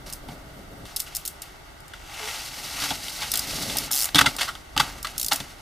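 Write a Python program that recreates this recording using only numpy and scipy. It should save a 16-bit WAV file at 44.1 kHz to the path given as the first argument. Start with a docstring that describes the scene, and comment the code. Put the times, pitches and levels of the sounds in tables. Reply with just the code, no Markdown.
"""Trials bicycle in a quarry

Close in front of a stereo microphone a bike balances, rolls over grit and hops onto a stone block. Pawls tick
in the hub, frame and chain knock: swarms of tiny contacts ringing resonances. Tyres crunch and hiss as coloured
grains over a low noise rumble, and thud as decaying low sines; a brief hum is a gliding sine. Light wind and
far rumble are shaped noise; the rock faces return a short wash, the microphone housing cuts a row of dips."""
import sys
import numpy as np
from scipy import signal
from scipy.fft import rfft, irfft, next_fast_len
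from scipy.io import wavfile

SR = 44100
rng = np.random.default_rng(int(sys.argv[2]) if len(sys.argv) > 2 else 0)


def makeup_ratio(level_db):
    """Linear amplitude ratio for a level in decibels (20 dB per factor of ten)."""
    decades = np.asarray(level_db, float) / 20
    return 10 ** decades


def transcribe(u):
    """Save the signal u as a 16-bit wav file named by the first command-line argument.

    u: samples, shape (n,) or (channels, n), limited to [-1, 1]; the rate is SR.
    q: integer samples, one column per channel.
    """
    v = np.clip(np.atleast_2d(u).T, -1, 1)
    q = np.round(v * 32767).astype(np.int16)
    wavfile.write(sys.argv[1], SR, q)


N = 247401
PADDED = next_fast_len(N + SR)   # room for echoes to end

# wind buffeting the bass: (time [s], level [dB])
WIND = [(0.0, -47), (1.2, -55), (3.1, -56.5), (3.34, -48), (4.48, -54.5), (4.92, -49.5), (5.61, -58)]
# far rumble and leaves: (frequency [Hz], density [dB per Hz])
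AIR = [(15, -44), (25, -3), (137, -11), (166, -12), (195, -20), (373, -10.5), (988, -12.5), (1230, -14),
       (2000, -16.5), (2480, -22.5), (4030, -25.5), (16000, -42)]
AIR_DB = -44
# how alike the air is left and right: (frequency [Hz], correlation [0 to 1])
LIKENESS = [(60, 1), (180, 0.5), (550, 0), (4970, 0), (15000, 0.91)]

# thrum of the tyre knobs: (frequency [Hz], density [dB per Hz])
THRUM = [(350, -9.5), (600, -4), (900, 5.5), (1500, -2.5), (2300, -4), (3500, -36)]
# grit cracking under the knobs: (frequency [Hz], density [dB per Hz])
CRUNCH = [(900, -7), (1500, -2.5), (2100, 3), (2500, 3.5), (2900, 2.5), (3400, -0.5), (4500, -8.5),
          (7000, -5.5), (10000, -21.5)]
# hiss of fine sand: (frequency [Hz], density [dB per Hz])
SAND = [(2500, -15), (4000, 7), (5500, 5.5), (6500, 3), (7500, 0), (12000, -3), (16000, -10.5)]
# colour of the low rumble: (frequency [Hz], density [dB per Hz])
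RUMBLE = [(70, -8), (135, 1), (200, -2.5), (285, -1.5), (400, -2), (650, -2), (1000, -32)]
# low rumble, fairly steady until 0.85 s, later from the rolling and landing tyres: (time [s], level [dB])
RUMBLE_LEVEL = [(0, -44.5), (0.2, -50), (0.3, -42.5), (0.45, -46), (0.84, -47), (0.86, -57), (1.4, -71),
                (2.4, -71), (2.55, -51.5), (2.95, -46.5), (3.15, -51.5), (3.36, -47), (3.46, -42.5),
                (3.7, -33), (3.9, -44), (4.07, -59), (4.2, -38), (4.46, -51), (4.75, -62), (4.84, -47),
                (5.6, -55)]
# run-up over grit, following speed and load: (time [s], crunch level [dB], sand relative to crunch [dB])
ROLL = [(1.8, -62, -26), (2.05, -48, -6), (2.15, -37.5, -6.5), (2.3, -32, -3), (2.42, -38.5, 1),
        (2.55, -42.5, 2.5), (2.68, -38, 1), (2.86, -30, 0), (2.97, -39.5, 3), (3.15, -40.5, 4.5),
        (3.25, -31.5, -4.5), (3.31, -40, 5), (3.52, -35.5, 2), (3.62, -38, 6), (3.8, -33, -0.5),
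        (3.86, -37.5, 5), (3.9, -41, -11), (4.03, -35.5, -2), (4.1, -58, -8)]
ROLL_THRUM_DB = -6   # relative to the crunch
# a tyre slips on loose grit while balancing or after a hop:
# (time [s], crunch level [dB], fall [ms], sand relative to crunch [dB], thrum relative to crunch [dB])
SLIPS = [(0.058, -50.5, 49, 5.5, 5), (0.28, -57, 45, 7, 13.5), (0.848, -49.5, 200, 1, -2),
         (1.06, -47.5, 180, -4, -17), (1.42, -49, 61, -2.5, -23), (4.04, -38, 76, -9, -5),
         (4.27, -45, 100, 4.5, 3), (4.42, -43, 50, 7, 5), (4.8, -35, 93, -2, 0.5),
         (5.07, -48.5, 160, 1, -2), (5.32, -38.5, 96, -0.5, -3)]
SLIP_RISE_MS = 6.7
RESTING_THRUM_DB, RESTING_DB, RESTING_SAND_DB = -65, -83.5, -67.5   # tyres barely moving

# single pawl clicks: (time [s], nominal peak [dB])
PAWLS = [(0.0702, -41), (0.099, -24.5), (0.1252, -16.5), (0.1334, -15.5), (0.9614, -10.5), (0.965, -9),
         (0.995, -18), (1.0004, -7.5), (1.0175, -25), (1.149, -12.5), (1.158, -12), (1.1656, -10),
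         (1.2513, -15), (1.2587, -14), (1.2759, -10.5), (1.4187, -17), (1.803, -35), (1.88, -32.5),
         (3.769, -6.5), (3.784, -6), (4.364, -15.5), (5.0275, -17), (5.3308, -5), (5.3418, -15),
         (5.358, -11.5)]
# the freewheel spins:
# (first click [s], last click [s], nominal peak [dB], gap stretch at start [ratio], gap stretch at end [ratio])
SPINS = [(3.3164, 3.392, -6.5, 0.6, 0.43), (3.9132, 4.054, -7.5, 0.55, 1.1),
         (5.1792, 5.2826, -9, 0.3, 0.54)]
# clicks in each spin: one [count] per spin
SPIN_TEETH = [5, 18, 7]
PAWL_RISE_MS, PAWL_FALL_MS, PAWL_SCATTER_DB = 1, 2.65, 1
# resonances of the hub shell: (frequency [Hz], width [Hz], level [dB])
HUB = [(4490, 450, 9.5), (4940, 330, 11.5), (5480, 120, -1), (6710, 310, 9), (6540, 660, -0.5),
       (8580, 800, -1), (8650, 3500, 0), (10900, 1000, -22), (12470, 380, 7), (11100, 990, -38),
       (13400, 170, -29), (15100, 200, -28.5)]

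# frame and rim knocks: (time [s], nominal peak [dB], rise [ms], fall [ms], strongest pitch [Hz])
KNOCKS = [(0.283, -28, 5.3, 6, 690), (0.29, -56, 2.5, 1.9, 635), (1.065, -41, 5.5, 14, 1420),
          (1.934, -25.5, 2.1, 5.7, 1500), (2.907, -16.5, 1.3, 11.5, 775), (3.081, -19, 2.8, 2.5, 2700),
          (3.697, -17.5, 2.1, 3.9, 3800), (3.751, -21, 7.3, 5.7, 760), (3.906, -19, 4.5, 2.8, 1150),
          (4.146, -5, 0.58, 5.8, 3080), (4.156, 2, 0.97, 2.4, 3250), (4.181, -2, 3.6, 2.2, 3640),
          (4.185, 2.5, 5.6, 4.1, 1440), (4.207, 0, 6.8, 3.8, 1420), (4.242, -16, 0.8, 12, 780),
          (4.257, -3, 5.6, 6.5, 1960), (4.472, -18, 11.3, 13.6, 1420), (4.552, -20, 0.73, 1.8, 1140),
          (4.764, -9.5, 1.1, 3.5, 870), (4.776, -2, 1.6, 1.7, 3400), (4.794, -2.5, 7.8, 6.1, 1130),
          (5.045, -14, 2.6, 6.4, 1290), (5.16, -28.5, 1.9, 3, 1300), (5.31, -10.5, 5.6, 4.9, 840),
          (5.331, -23, 2.4, 9.5, 800)]
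# chain slaps and tyre scuffs, mostly unpitched: (time [s], nominal peak [dB], rise [ms], fall [ms])
SCUFFS = [(0.853, -33.5, 1.5, 5.9), (2.815, -20, 7.6, 13), (2.838, -17, 0.34, 7.6), (2.905, -12, 0.26, 2.2),
          (3.21, -20.5, 14, 21), (3.332, -21, 6.6, 27), (3.612, -25, 4.5, 26), (4.087, -20, 3.6, 2.4),
          (4.165, -14, 1, 18), (4.383, -19.5, 3.2, 51), (4.406, -12, 7.4, 14.4), (4.43, -13, 2, 1.6),
          (4.488, -21, 2.5, 4.2), (5.066, -21, 5.9, 4), (5.314, -9, 7.6, 7.6), (5.401, -20.5, 1.9, 7)]
# resonances of frame tubes and rims: (frequency [Hz], width [Hz], level [dB])
FRAME = [(636, 47, 4), (845, 92, 7.5), (1293, 250, 6), (1420, 200, 11.5), (1500, 380, 6), (2030, 72, 6.5),
         (3000, 130, 1), (3080, 130, -15), (3310, 590, 7.5), (3800, 83, -5), (4500, 33, -27),
         (5140, 220, -12)]
KNOCK_RATTLE_DB, RATTLE_PER_DB = -4.5, 0.9   # rattle of a 0 dB knock; lighter knocks rattle less
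SCUFF_RATTLE_DB, SCUFF_HZ = 12, 2700

# tyres taking the rider's weight: (time [s], nominal peak [dB], pitch [Hz])
THUDS = [(0.283, -31.5, 140), (0.821, -30.5, 111), (2.819, -30.5, 288), (2.903, -28, 275),
         (3.753, -39, 113), (4.143, -16, 296.5), (4.15, -19.5, 163), (4.184, -21, 264), (4.209, -18, 281),
         (4.262, -22, 139), (4.761, -23.5, 144), (4.767, -26, 303), (4.797, -20.5, 133), (5.319, -33, 279),
         (5.398, -29.5, 134)]
THUD_T60_S, PUSH_HZ = 0.11, 67

# a short hum as the rider first loads the pedal: (time [s], pitch [Hz], level [dB])
HUM = [(2.18, 466, -49), (2.242, 418, -38.5), (2.32, 480, -48)]

# the direct sound starts near the middle, jumps left and drifts back: (time [s], left minus right [dB])
LEAN = [(0, -.3), (.84, -.3), (.86, 1.3), (2.3, 1.1), (3.6, 0), (5.61, -.2)]
# colour of the wash from the rocks: (frequency [Hz], gain [dB])
ROCK_COLOUR = [(60, -19), (150, -9.5), (350, 8.5), (1000, -5.5), (3000, -0.5), (8000, -4), (15000, -10.5)]
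ROCK_ECHO_DB, ROCK_T60_S = -11.5, 0.078
# dips where sound scattered by the housing cancels itself: (frequency [Hz], width [Hz], share removed [0 to 1])
HOUSING = [(480, 300, 0.68), (1027, 260, 0.66), (1730, 260, 0.68), (2435, 380, 0.72), (3150, 160, 0.3),
           (3600, 135, 0.25), (4146, 200, 0.55), (5150, 250, 0.45), (6050, 220, .35), (6850, 490, 0.5),
           (7800, 300, 0.3)]
CUTOFF_HZ = 15550


def rms_one(x):
    """Scale to rms 1."""
    return x / np.sqrt(np.mean(x ** 2) + 1e-20)


def in_time(rows):
    """Columns of a curve table, one value per sample; the end values hold."""
    s, *columns = np.transpose(rows)
    return [np.interp(np.arange(N) / SR, s, c) for c in columns]


def at_hz(points, hz):
    """A spectrum table read on a log frequency axis."""
    table_hz, values = np.transpose(points)
    return np.interp(np.log(hz + 1), np.log(table_hz), values)


def colour(x, points):
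    """Shape a steady sound by a spectrum, silent below half its lowest frequency; rms 1."""
    hz = np.fft.rfftfreq(PADDED, 1 / SR)
    gain = (hz > points[0][0] / 2) * makeup_ratio(at_hz(points, hz))
    return rms_one(irfft(rfft(x, PADDED) * gain, PADDED)[..., :N])


def drift(corner_hz):
    """Slow random wander of rms 1: noise through two equal poles, computed every 40 samples."""
    r = np.exp(-2 * np.pi * corner_hz * 40 / SR)
    noise = rng.standard_normal(N // 40 + 2002)
    slow = signal.lfilter([1], [1, -2 * r, r * r], noise)[2000:]   # skip the filter's start
    return np.interp(np.arange(N) / 40, np.arange(len(slow)), rms_one(slow))


def grains(count, per_s, spread_db):
    """Random clicks of uneven size and sign, over count samples."""
    born = rng.random(count) < per_s / SR
    size_db = spread_db * np.minimum(rng.exponential(1, count), 5)
    return born * makeup_ratio(size_db) * rng.choice([-1, 1], count)


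def strikes(rows, modes, reach_octaves, scatter_db, per_s, rattle_hz, crest_db, linger_db, linger_ms):
    """Each strike is a swarm of tiny contacts that swells and dies, ringing the modes near its strongest pitch."""
    size = 8192
    out = np.zeros(N + size)
    ms = np.arange(size) / SR * 1000
    hz = np.fft.rfftfreq(size, 1 / SR)
    centre, width, mode_db = np.transpose(modes)[:, :, None]
    rings = 1j * hz * width / (centre ** 2 - hz ** 2 + 1j * hz * width)
    rings *= (-1) ** np.arange(len(modes))[:, None]   # alternate modes in opposite phase
    # the broad, unpitched part of a contact
    low, high = 1j * hz / rattle_hz[0], 1j * hz / rattle_hz[1]
    rattle = (low / (1 + low)) ** 3 / (1 + high) ** 1.9
    for s, peak_db, rise, fall, best_hz, rattle_db in rows:
        rise, fall = max(rise, .1), max(fall, .5)
        after = np.maximum(ms - rise, 0)
        rising = np.minimum(ms / rise, 1) ** 1.2
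        swell = rising * np.exp(-after / fall)
        shaking = rising * makeup_ratio(linger_db) * np.exp(-after / linger_ms)   # loose parts rattle on, unpitched
        # modes far from the strongest pitch stay weak
        far = np.log2(centre / best_hz) / reach_octaves
        nearness_db = -6 * np.minimum(far ** 2, 3)
        strength = makeup_ratio(mode_db + nearness_db + scatter_db * rng.standard_normal(centre.shape))
        pitched = np.sum(strength * rings, axis=0)
        pitched /= np.sqrt(np.sum(abs(pitched) ** 2) / np.sum(abs(rattle) ** 2))   # as strong as the rattle
        body = pitched + makeup_ratio(rattle_db) * rattle
        contacts = grains(size, per_s, 1.88)
        sound = irfft(rfft(swell * contacts) * body + rfft(shaking * contacts) * rattle, size)
        sound *= makeup_ratio(peak_db - crest_db) * np.sqrt(np.sum(swell ** 2) / np.sum(sound ** 2))
        at = round(s * SR)
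        out[at:at + size] += sound
    return out[:N]


def air():
    """Far rumble and leaves, alike left and right in bass and top, unlike between; wind buffets the bass."""
    alike = at_hz(LIKENESS, np.fft.rfftfreq(PADDED, 1 / SR))
    mid, side = rfft(rng.standard_normal((2, N)), PADDED)
    spectra = np.sqrt(1 + alike) * mid + np.sqrt(1 - alike) * side * [[1], [-1]]
    pair = irfft(spectra, PADDED)[:, :N]
    gusts = colour(rng.standard_normal(N), [(22, 5.5), (45, 13.5), (80, 7), (160, -37.0)])
    wind = makeup_ratio(in_time(WIND)[0] + 1.7 * drift(1.8)) * gusts
    return makeup_ratio(AIR_DB) * colour(pair, AIR) + wind


def grit_gains():
    """Gains of thrum, crunch and sand: at rest, plus the run-up, plus each slip."""
    roll_db, sand_db = in_time(ROLL)
    gains = makeup_ratio([roll_db + ROLL_THRUM_DB, roll_db, roll_db + sand_db])
    gains += makeup_ratio([[RESTING_THRUM_DB], [RESTING_DB], [RESTING_SAND_DB]])
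    for s, crunch_db, fall, sand_db, thrum_db in SLIPS:
        ms = (np.arange(N) / SR - s) * 1000
        swell = np.clip(ms / SLIP_RISE_MS, 0, 1) * np.exp(-np.maximum(ms - SLIP_RISE_MS, 0) / fall)
        gains += makeup_ratio(crunch_db + np.array([[thrum_db], [0], [sand_db]])) * swell
    return gains


def tyres_and_rumble():
    """Knobs thrum and grit cracks in clumps under them, sand hisses; a low noise rumble lies beneath."""
    thrum, crunch, sand = grit_gains()
    clumps = drift(27)   # shared, so the layers swell together
    thrum = thrum * makeup_ratio(0.21 * clumps + 2.0 * drift(25)) * colour(grains(N, 3000, 3.3), THRUM)
    crunch = crunch * makeup_ratio(1.2 * clumps + 0.4 * drift(54)) * colour(grains(N, 4500, 2.9), CRUNCH)
    sand = sand * makeup_ratio(1.8 * clumps + 0.35 * drift(56)) * colour(grains(N, 12000, 0.3), SAND)
    rumble_db = in_time(RUMBLE_LEVEL)[0] + 0.7 * clumps + 2.0 * drift(17)
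    rumble = makeup_ratio(rumble_db) * colour(rng.standard_normal(N), RUMBLE)
    return thrum + crunch + sand + rumble


def spin_clicks():
    """Teeth pass quickest mid-way, with gaps that stretch towards both ends of a spin."""
    rows = []
    for (first, last, peak_db, drag_in, drag_out), teeth in zip(SPINS, SPIN_TEETH):
        u = (np.arange(teeth - 1) + .5) / (teeth - 1)
        gaps = 1 + drag_in * (1 - u) ** 3 + drag_out * u ** 3
        passed = np.cumsum(np.r_[0, gaps])
        times = first + (last - first) * passed / passed[-1]
        rows += zip(times, peak_db + PAWL_SCATTER_DB * rng.standard_normal(teeth))
    return rows


def freewheel():
    """Each pawl click is a few ms of contacts that ring the hub shell."""
    rows = [(s, peak_db, PAWL_RISE_MS, PAWL_FALL_MS, 6200, 1.0) for s, peak_db in PAWLS + spin_clicks()]
    return strikes(rows, HUB, reach_octaves=0.35, scatter_db=3.0, per_s=16000, rattle_hz=(3000, 18000),
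                   crest_db=7.5, linger_db=-13, linger_ms=27.4)


def frame():
    """Knocks ring the tubes inside a broad crunch of chain, rubber and stone; scuffs are mostly crunch."""
    knocks = [(*row, KNOCK_RATTLE_DB + RATTLE_PER_DB * row[1]) for row in KNOCKS]
    scuffs = [(*row, SCUFF_HZ, SCUFF_RATTLE_DB) for row in SCUFFS]
    return strikes(knocks + scuffs, FRAME, reach_octaves=0.5, scatter_db=2.5, per_s=18000,
                   rattle_hz=(500, 3500), crest_db=5.0, linger_db=-16.0, linger_ms=30.7)


def thuds():
    """The tyre squashes: a low ring with a rough, lumpy edge, over a slow push of air."""
    out = np.zeros(N + SR)
    t = np.arange(SR // 2) / SR
    shape = (1 - np.exp(-t / 0.0098)) * makeup_ratio(-60 * t / THUD_T60_S)
    push = 0.55 * np.sin(2 * np.pi * PUSH_HZ * t)
    lumps = signal.butter(2, [60, 420], "band", fs=SR, output="sos")
    for s, peak_db, hz in THUDS:
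        rough = 0.68 * rms_one(signal.sosfilt(lumps, rng.standard_normal(len(t))))
        ring = np.sin(2 * np.pi * hz * t)
        at = round(s * SR)
        out[at:at + len(t)] += makeup_ratio(peak_db + 2.0) * shape * (ring + rough + push)
    return out[:N]


def hum():
    """A sine of gliding pitch that comes and goes."""
    hz, level_db = in_time(HUM)
    t = np.arange(N) / SR
    fade = np.clip(np.minimum(t - HUM[0][0], HUM[-1][0] - t) / .02, 0, 1)
    return np.sqrt(2) * fade * makeup_ratio(level_db) * np.sin(2 * np.pi * np.cumsum(hz) / SR)


def rocks(x):
    """Scattered returns from the blocks: decaying noise, different on each side, fullest in the low mids."""
    t = np.arange(SR // 2) / SR
    wash = rng.standard_normal((2, len(t))) * makeup_ratio(-60 * t / ROCK_T60_S) * np.minimum(t / 0.00055, 1)
    wash /= np.sqrt(np.sum(wash ** 2, axis=1, keepdims=True))
    gain = makeup_ratio(ROCK_ECHO_DB + at_hz(ROCK_COLOUR, np.fft.rfftfreq(PADDED, 1 / SR)))
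    return irfft(rfft(x, PADDED) * rfft(wash, PADDED) * gain, PADDED)[:, :N]


def housing(x):
    """The microphone's own colour: a row of resonant dips, with 2 dB of overall gain."""
    hz = np.fft.rfftfreq(PADDED, 1 / SR)
    response = makeup_ratio(2.0)
    for centre, width, share in HOUSING:
        response = response * (1 - share * 1j * hz * width / (centre ** 2 - hz ** 2 + 1j * hz * width))
    return irfft(rfft(x, PADDED) * response, PADDED)[:, :N]


def scene():
    """The bike and low rumble ahead, leaning a little to one side, in rock echoes and open air."""
    ahead = freewheel() + frame() + thuds() + tyres_and_rumble() + hum()
    direct = ahead * makeup_ratio(in_time(LEAN)[0] * [[.5], [-.5]])
    return direct + rocks(ahead) + air()


def band_limit(x):
    """A steep low-pass at the top of the band."""
    return signal.sosfilt(signal.butter(12, 16800, fs=SR, output="sos"), x)


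def record(dry):
    """Housing colour, then the loudest knocks rounded off and the top cut."""
    rounded = 1.011 * np.tanh(housing(dry) / 1.205)
    top_cut = signal.cheby2(10, 27, CUTOFF_HZ, fs=SR, output="sos")
    mix = signal.sosfilt(top_cut, rounded)
    return band_limit(mix)


dry = scene()
out = record(dry)
transcribe(out)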